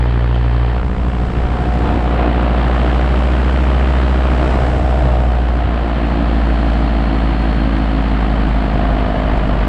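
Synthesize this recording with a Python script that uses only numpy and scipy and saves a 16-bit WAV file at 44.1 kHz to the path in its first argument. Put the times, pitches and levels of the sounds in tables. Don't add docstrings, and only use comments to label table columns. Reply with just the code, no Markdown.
import sys
import numpy as np
from scipy.fft import rfft, irfft, next_fast_len
from scipy.io import wavfile
from scipy.ndimage import uniform_filter1d, map_coordinates

SR = 44100
rng = np.random.default_rng(int(sys.argv[2]) if len(sys.argv) > 2 else 0)


def bounce(signal):
    frames = np.transpose(np.atleast_2d(signal))
    limited = np.clip(frames, -1, 1)
    pcm = np.round(limited * 32767).astype(np.int16)
    wavfile.write(sys.argv[1], SR, pcm)


N = 426888
STEP = 64


def amp(db):
    return 10 ** (np.asarray(db) / 20)


def unit(x):
    return x / np.sqrt(np.mean(x ** 2) + 1e-20)


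def seconds():
    return np.arange(N) / SR


def curve(rows):
    s, value = np.transpose(rows)
    return np.interp(seconds(), s, value)


def wobble(rate):
    knots = rng.standard_normal(int(N * rate / SR) + 4)
    coarse = np.arange(0, N, 32)
    return np.interp(np.arange(N), coarse, map_coordinates(knots, [coarse * rate / SR]))


def noise():
    return rng.standard_normal(N)


def filtered(x, response):
    m = next_fast_len(N + 8192, True)
    return irfft(rfft(x, m) * response(np.fft.rfftfreq(m, 1 / SR)), m)[:N]


def lowpassed(x, edge_hz):
    return filtered(x, lambda hz: 1 / (1 + (hz / edge_hz) ** 6))


def coloured(x, points):
    f, db = np.transpose(points)
    return unit(filtered(x, lambda hz: amp(np.interp(np.log(hz + 1), np.log(f), db, right=-120))))


def rung(x, modes):
    def response(f):
        total = 0
        for k, (centre, width, db) in enumerate(modes):
            damping = 1j * f * width
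            total = total + (-1) ** k * amp(db) * damping / (centre * centre - f * f + damping)
        return total
    return unit(filtered(x, response))


def in_tune(rate, centre, width):
    return 1 / np.hypot(1, 2 * (rate - centre) / width)


def bent(x):
    return filtered(x, lambda hz: np.exp(-12j * np.arctan(hz / 800)))


def pulses(cycles, jitter_s, scatter_db):
    at = np.interp(np.arange(np.ceil(cycles[0]), cycles[-1]), cycles, np.arange(N))
    late, size = rng.standard_normal((1024, 2))[:len(at)].T
    at = np.clip(at + late * jitter_s * SR, 0, N - 2)
    i, gain = at.astype(int), amp(scatter_db * size)
    return np.bincount(i, gain * (1 - at + i), N) + np.bincount(i + 1, gain * (at - i), N)


def bursts(cycles, width, between, scatter_db):
    nearest = np.round(cycles)
    height = amp(scatter_db * rng.standard_normal(1024))[nearest.astype(int)]
    return unit(between + height * np.exp(-abs(cycles - nearest) / width))


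def swell(s, half_s):
    return np.exp(-np.minimum(abs(seconds() - s) / half_s, 10) ** 2)


def tone(turns):
    return np.cos((2 * np.pi * (turns - np.floor(turns))).astype(np.float32))


def held(gain):
    return np.repeat(gain, STEP)[:N]


def harmonics(cycles, orders, waver_db, scatter):
    bow, out = bowed()[::STEP], np.zeros(N)
    for k, up_db, bowed_db in orders:
        gain = amp(up_db + (bowed_db - up_db) * bow + waver_db * wobble(5.9)[::STEP])
        out += held(gain) * tone(round(k) * cycles + scatter * rng.random())
    return unit(out)


def gliding(cycles, multiples, spectrum, waver_db, blur):
    hz, db = np.transpose(spectrum)
    rate, out = np.gradient(cycles)[::STEP] * SR, np.zeros(N)
    for k in multiples:
        gain = amp(np.interp(k * rate, hz, db) + waver_db * wobble(5.9)[::STEP])
        out += held(gain) * tone(k * cycles + (blur * wobble(14) if blur else 0))
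    return np.sqrt(2) * out


BOW_S, BOW_TAKES_S = 5.17, 0.86


def bowed():
    return np.clip((seconds() - BOW_S) / BOW_TAKES_S, 0, 1)


# time in seconds, head angle in degrees to the right.
YAW = [(.73, 69), (.82, -51), (.95, -20.5), (1.35, -14), (1.8, 5), (2.03, -2), (2.22, 19), (2.7, 36),
       (4.2, 40.5), (4.7, 7), (5.15, 5), (5.35, -3.5), (6.4, 2)]
BEARINGS = [-30, 0, 35, 65]


def facing(around):
    t = np.arange(0, N, STEP) / SR
    value = np.interp(np.interp(t, *np.transpose(YAW)), BEARINGS, around)
    return np.interp(seconds(), t, uniform_filter1d(value, size=110, mode="nearest"))


REACH = { "octave": (-37.5, -27, -32, -19, -20), "third": (-26, -38, -50.5, -41, -15),
         "thump": (-6, -5, -1, -2, 4), "slap": (-31, -35.5, -33, -32, -9.5),
         "early": (-46, -46, -37, -48, 3), "crack": (-55, -48, -38, -47.5, -14),
         "hollow": (-56, -38, -43, -62, -5), "whistle": (-58, -52, -43, -58, 4),
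         "pipe": (-42, -29.5, -29, -43, 3.5), "silencer": (-52, -42, -35.5, -49, 5),
         "whine": (-42, -30, -31, -54, -3.5), "chop": (-27, -27, -25, -33, -2),
         "clatter": (-48, -40.5, -37.5, -36, 5), "frame": (-62, -66.5, -74.5, -76, 18),
         "buffet": (-23, -29, -36.5, -44, -1.5), "rush": (-29, -23, -20.5, -20.5, 0),
         "swish": (-33, -33.5, -28, -33, 0)}


def reach(name):
    *around_db, bowed_db = REACH[name]
    return amp(facing(around_db) + bowed_db * bowed())


# time in seconds, propeller speed in blade passes per second.
SPEED = [(0, 59.29), (2, 59.44), (2.5, 59.62), (3, 60.95), (3.5, 63.04), (3.8, 63.44), (4.1, 63.15),
         (4.6, 62.5), (5, 61.62), (5.5, 59.04), (6, 57.86), (6.5, 56.78), (7, 55.63), (7.5, 54.96),
         (8, 54.2), (8.5, 52.99), (9, 51.7), (9.68, 50.62)]


def blade_rate():
    return curve(SPEED)


# centre in seconds, half length in seconds,
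# buffet and rush in dB before the trims in buffet() and rush().
GUSTS = [(1.462, 0.19, -25, -27.5), (1.904, 0.072, -23, -19), (2.212, 0.11, -41, -18.5),
         (2.65, 0.29, -42, -23.5), (4.555, 0.16, -24.5, -20), (5.05, 0.11, -28, -24.5),
         (9.357, 0.76, -24.5, -24)]


def gusts():
    buffet_power, rush_power = reach("buffet") ** 2, reach("rush") ** 2
    for s, half_s, buffet_db, rush_db in GUSTS:
        gust = swell(s, half_s)
        buffet_power = buffet_power + gust * amp(buffet_db) ** 2
        rush_power = rush_power + gust * amp(rush_db) ** 2
    return np.sqrt(buffet_power), np.sqrt(rush_power)


# frequency in Hz, relative level in dB.
BUFFET = [(8, -14), (22, -2.5), (50, 3.5), (85, 0), (130, -3.5), (220, -12.5), (500, -40), (2000, -94)]


def buffet(gain):
    return gain * amp(1.5) * unit(amp(0.32 * wobble(8.4)) * coloured(noise(), BUFFET))


# frequency in Hz, relative level in dB.
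RUSH = [(30, -29.5), (110, -0.5), (200, -2), (290, 1), (400, -3), (560, -3.5), (700, -2.5), (900, -4.5),
        (1300, -9.5), (2000, -16), (4000, -29), (9000, -85.5)]
WASH_BETWEEN = [.6, 1, .75, .3]


def rush(gain, wake, eddies):
    surge = bursts(wake, width=.3, between=facing(WASH_BETWEEN), scatter_db=.2)
    return gain * amp(-3.5) * coloured(noise() * eddies * surge, RUSH)


# frequency in Hz, relative level in dB.
SWISH = [(400, -42.5), (1000, 4), (1600, 3.5), (2300, -3), (3100, -4.5), (3700, -12), (4500, -16),
         (5500, -41.5), (7000, -49.5), (12000, -79.5)]
SWISH_WIDTH = [.13, .17, .15, .09]


def swish(wake, eddies):
    slices = bursts(wake, width=facing(SWISH_WIDTH), between=.12 + .33 * bowed(), scatter_db=.8)
    return reach("swish") * amp(-3.0) * coloured(noise() * eddies * slices, SWISH)


# frequency in Hz, relative level in dB.
HISS = [(3000, -4.5), (5000, 6), (6300, -3), (7700, 0), (8700, -5), (9800, -11), (10700, -19),
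        (11500, -19.5), (13000, -33.5), (15000, -34.5)]
# time in seconds, level of the hiss in dB before the trim below.
HISS_LEVEL = [(0.1, -61.5), (0.78, -60.5), (1.22, -56.5), (1.9, -55), (2.3, -58.5), (2.82, -54),
              (4.26, -53.5), (4.5, -50), (5.65, -59.5), (6.8, -57), (6.91, -59.5), (9.5, -58.5)]


def hiss(wake):
    surge = bursts(wake, width=.15, between=2.1, scatter_db=4.5)
    return amp(curve(HISS_LEVEL) + 3.5) * coloured(noise() * surge, HISS)


def air(blade):
    buffet_gain, rush_gain = gusts()
    wake = blade - .6 - facing(SLAP_LAG)
    eddies = amp(.5 * wobble(30))
    return buffet(buffet_gain) + rush(rush_gain, wake, eddies) + swish(wake, eddies) + hiss(wake)


# centre in seconds, half length in seconds,
# frequency in Hz, peak level in dB.
BOOMS = [(1.92, 0.062, 92, -24), (4.62, 0.018, 89.6, -27), (4.801, 0.062, 86.3, -17.5),
         (5.05, 0.056, 127, -18), (5.656, 0.036, 88.3, -16)]


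def booms():
    out = np.zeros(N)
    for s, half_s, hz, db in BOOMS:
        note = np.cos(2 * np.pi * (hz * seconds() + rng.random()))
        out += amp(db) * swell(s, half_s) * note
    return out


# start in seconds, level in dB.
TICKS = [(.346, -26), (.356, -22), (.363, -26), (4.47, -40), (9.195, -28)]


def ticks():
    out, t = np.zeros(N + SR), np.arange(SR // 10) / SR
    for s, db in TICKS:
        ping = np.sin(2 * np.pi * 3100 * t) * amp(-60 * t / .009)
        scrape = .2 * rng.standard_normal(len(t)) * amp(-60 * t / .006)
        out[round(s * SR):][:len(t)] += amp(db) * (ping + scrape)
    return lowpassed(out[:N], edge_hz=7000)


# frequency in Hz, width in Hz, relative level in dB.
FRAME = [(4270, 90, -8), (9800, 600, -28.5)]


def frame(rate):
    ring = lowpassed(rung(noise(), FRAME), edge_hz=9200)
    return reach("frame") * in_tune(rate, centre=67.7, width=2.9) * ring


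# frequency in Hz, width in Hz, relative level in dB.
CASING = [(1750, 250, 0.5), (2985, 420, 0), (4540, 650, -7), (7700, 1100, -24.5), (9700, 500, -34)]
# frequency in Hz, width in Hz, relative level in dB.
CASING_RING = [(2940, 130, 0)]
# time in seconds, level of the hissy ring in dB.
CASING_RING_LEVEL = [(0, -47), (.65, -43), (.9, -59.5), (5.3, -55), (6.2, -46), (7.6, -51.5), (8.4, -42),
                     (9.4, -38)]


def casing(firing):
    shaking = noise() * bursts(firing, width=0.13, between=.4, scatter_db=1)
    clatter = reach("clatter") * lowpassed(rung(shaking, CASING), edge_hz=4170)
    hissy_ring = rung(lowpassed(shaking, edge_hz=4000), CASING_RING)
    return clatter + amp(curve(CASING_RING_LEVEL)) * hissy_ring


def whine(firing, rate):
    order = unit(np.cos(2 * np.pi * 10 * firing + .2 * wobble(10)))
    tuned = in_tune(10 * rate, centre=726, width=36)
    return reach("whine") * tuned * amp(.9 * wobble(7)) * order


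# firing multiple, blade multiple added to it,
# relative level in dB head up, relative level in dB head bowed.
SIDE_TONES = [(1, 0, 1, -3), (1, 1, 7, 2.5), (1, 2, 4, -3.5), (1, 3, -13.5, -6.5), (3, 1, -5.5, -7),
              (4, 1, -22, 0.5)]


def chopped(firing, blade):
    bow, out = bowed()[::STEP], np.zeros(N)
    for fires, passes, up_db, bowed_db in SIDE_TONES:
        gain = held(amp(up_db + (bowed_db - up_db) * bow))
        out += gain * tone(round(fires) * firing + round(passes) * blade + rng.random())
    return unit(out)


# firing multiple, relative level in dB head up,
# relative level in dB head bowed.
PIPE = [(2, -0.5, 5.5), (3, 3, 5.5), (4, 4.5, -3), (5, -3.5, -7.5), (6, 0, -17), (7, -0.5, -12)]
# frequency in Hz, relative level in dB.
SILENCER = [(540, -11), (585, -2.5), (615, 4), (650, -4), (695, 4), (755, -2), (810, -8), (880, -9),
            (950, -16.5), (1050, -13), (1150, -7.5), (1300, -15.5), (1550, -9.5)]


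def exhaust(firing):
    drone = harmonics(firing, PIPE, waver_db=.9, scatter=.2)
    singing = gliding(firing, (8, 11, 12, 13, 15, 19, 20), SILENCER, waver_db=1, blur=.03)
    return reach("pipe") * drone + reach("silencer") * singing


def engine(firing, blade):
    rate = np.gradient(firing) * SR
    side_tones = reach("chop") * chopped(firing, blade)
    return exhaust(firing) + whine(firing, rate) + side_tones + casing(firing) + frame(rate)


# frequency in Hz, relative level in dB.
WHISTLE = [(930, -12), (1000, -3), (1060, -5), (1130, -10), (1200, -3), (1265, 2), (1320, -8), (1410, -4),
           (1520, -8)]


def whistle(trough):
    tips = gliding(trough, range(17, 25), WHISTLE, waver_db=1.2, blur=.06)
    return -reach("whistle") * bent(tips)


# frequency in Hz, width in Hz, relative level in dB.
HOLLOW = [(623, 50, -5.5), (670, 53, 2), (790, 70, -0.5)]
# speed in blade passes per second, added level in dB.
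RING_BY_SPEED = [(51.8, 0), (54, -10), (56.5, -0.5), (59.4, 2), (61.3, 2), (63, 5)]


def hollow_ring(trough):
    speed_db = np.interp(blade_rate(), *np.transpose(RING_BY_SPEED))
    struck = noise() * bursts(trough, width=0.036, between=0, scatter_db=0.5)
    return amp(speed_db) * reach("hollow") * lowpassed(rung(struck, HOLLOW), edge_hz=1000)


# frequency in Hz, relative level in dB.
HOWL = [(440, -14), (520, -7), (565, -10), (598, -2), (617, 1), (648, -1), (680, 2), (705, -2), (745, -2),
        (790, -6), (835, -15)]
# time in seconds, gain of the howl in dB.
HOWL_LEVEL = [(0, -65), (1.5, -62), (2.05, -34.5), (2.4, -34.5), (3.2, -40), (4.2, -39.5), (4.6, -33.5),
              (4.8, -32), (5.17, -31), (5.28, -37), (6.5, -36), (8.2, -40), (9.2, -32), (9.68, -34)]


def howl(trough):
    return -amp(curve(HOWL_LEVEL)) * bent(gliding(trough, range(8, 15), HOWL, waver_db=.6, blur=0))


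# blade multiple, relative level in dB head up,
# relative level in dB head bowed.
THUMP = [(3, 0, -0.5), (4, 2.5, 1.5), (5, 1, 3.5), (6, -2, -5)]
# time in seconds, gain in dB, added to the thump's reach.
THUMP_LEVEL = [(0.0, -27.5), (0.78, -29.5), (0.81, -25.5), (1.64, -23.5), (1.97, -18.5), (2.08, -25),
               (2.1, -21), (3.12, -25.5), (4.2, -24.5), (4.61, -25.5), (5.15, -31), (6.23, -20.5),
               (6.25, -23.5), (7.79, -20.5), (8.84, -22.5), (9.68, -23.5)]


def thump(trough):
    low = harmonics(trough, THUMP, waver_db=.6, scatter=0)
    third = reach("third") * np.cos(2 * np.pi * 3 * trough)
    return -reach("thump") * amp(curve(THUMP_LEVEL)) * low - third


# frequency in Hz, relative level in dB.
SLAP = [(330, -22), (410, 6), (520, 2.5), (650, -3), (900, -2), (1080, -5.5), (1260, -8), (1500, -14.5),
        (2000, -17.5), (3500, -29), (6000, -65)]
# frequency in Hz, relative level in dB.
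EARLY_SLAP = [(350, -22.5), (900, -4.5), (1500, -2), (2500, -12.5), (4000, -17.5), (6000, -57.5)]
# frequency in Hz, relative level in dB.
CRACK = [(500, -25), (1200, -6.5), (2000, -1), (2800, -3), (4200, -15.5), (6000, -44)]
EARLY, LATE = .24, .22


def slaps(trough):
    spikes = -pulses(trough, jitter_s=.00003, scatter_db=.8)
    before = noise() * bursts(trough + EARLY, width=0.039, between=0, scatter_db=1)
    after = noise() * bursts(trough - LATE, width=0.026, between=0, scatter_db=2.2)
    slap = reach("slap") * coloured(bent(spikes), SLAP)
    return slap + reach("early") * coloured(before, EARLY_SLAP) + reach("crack") * coloured(after, CRACK)


# time in seconds, level of the propeller's hum in dB before a trim of 0.1 dB.
HUM_LEVEL = [(0.0, -12), (0.05, -14.5), (0.62, -13.5), (0.97, -20), (1.02, -15.5), (1.13, -18), (2.59, -14),
             (4.02, -12.5), (4.69, -15), (5.1, -12), (5.96, -16.5), (6.44, -13.5), (7.14, -15), (9.03, -15),
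             (9.17, -21), (9.19, -17), (9.65, -15.5), (9.68, -18)]


def hum(blade):
    fundamental = amp(curve(HUM_LEVEL) + 0.1) * np.cos(2 * np.pi * blade)
    octave = reach("octave") * np.cos(2 * np.pi * 2 * (blade + .04))
    return np.sqrt(2) * (fundamental + octave)


SLAP_LAG = [0, -.03, .02, .15]


def propeller(blade):
    trough = blade - .57 - facing(SLAP_LAG)
    tonal = hum(blade) + thump(trough) + howl(trough) + whistle(trough)
    return tonal + slaps(trough) + hollow_ring(trough)


def scene():
    turned = np.cumsum(blade_rate()) / SR
    blade = turned + .283
    firing = turned * 1.222
    return (air(blade) + booms() + ticks() + engine(firing, blade) + propeller(blade))[None]


def record(dry):
    rounded = dry[0] / (1 + (dry[0] / .8) ** 6) ** (1 / 6)
    return filtered(rounded, lambda hz: hz < 15000)[None]


dry = scene()
out = record(dry)
bounce(out)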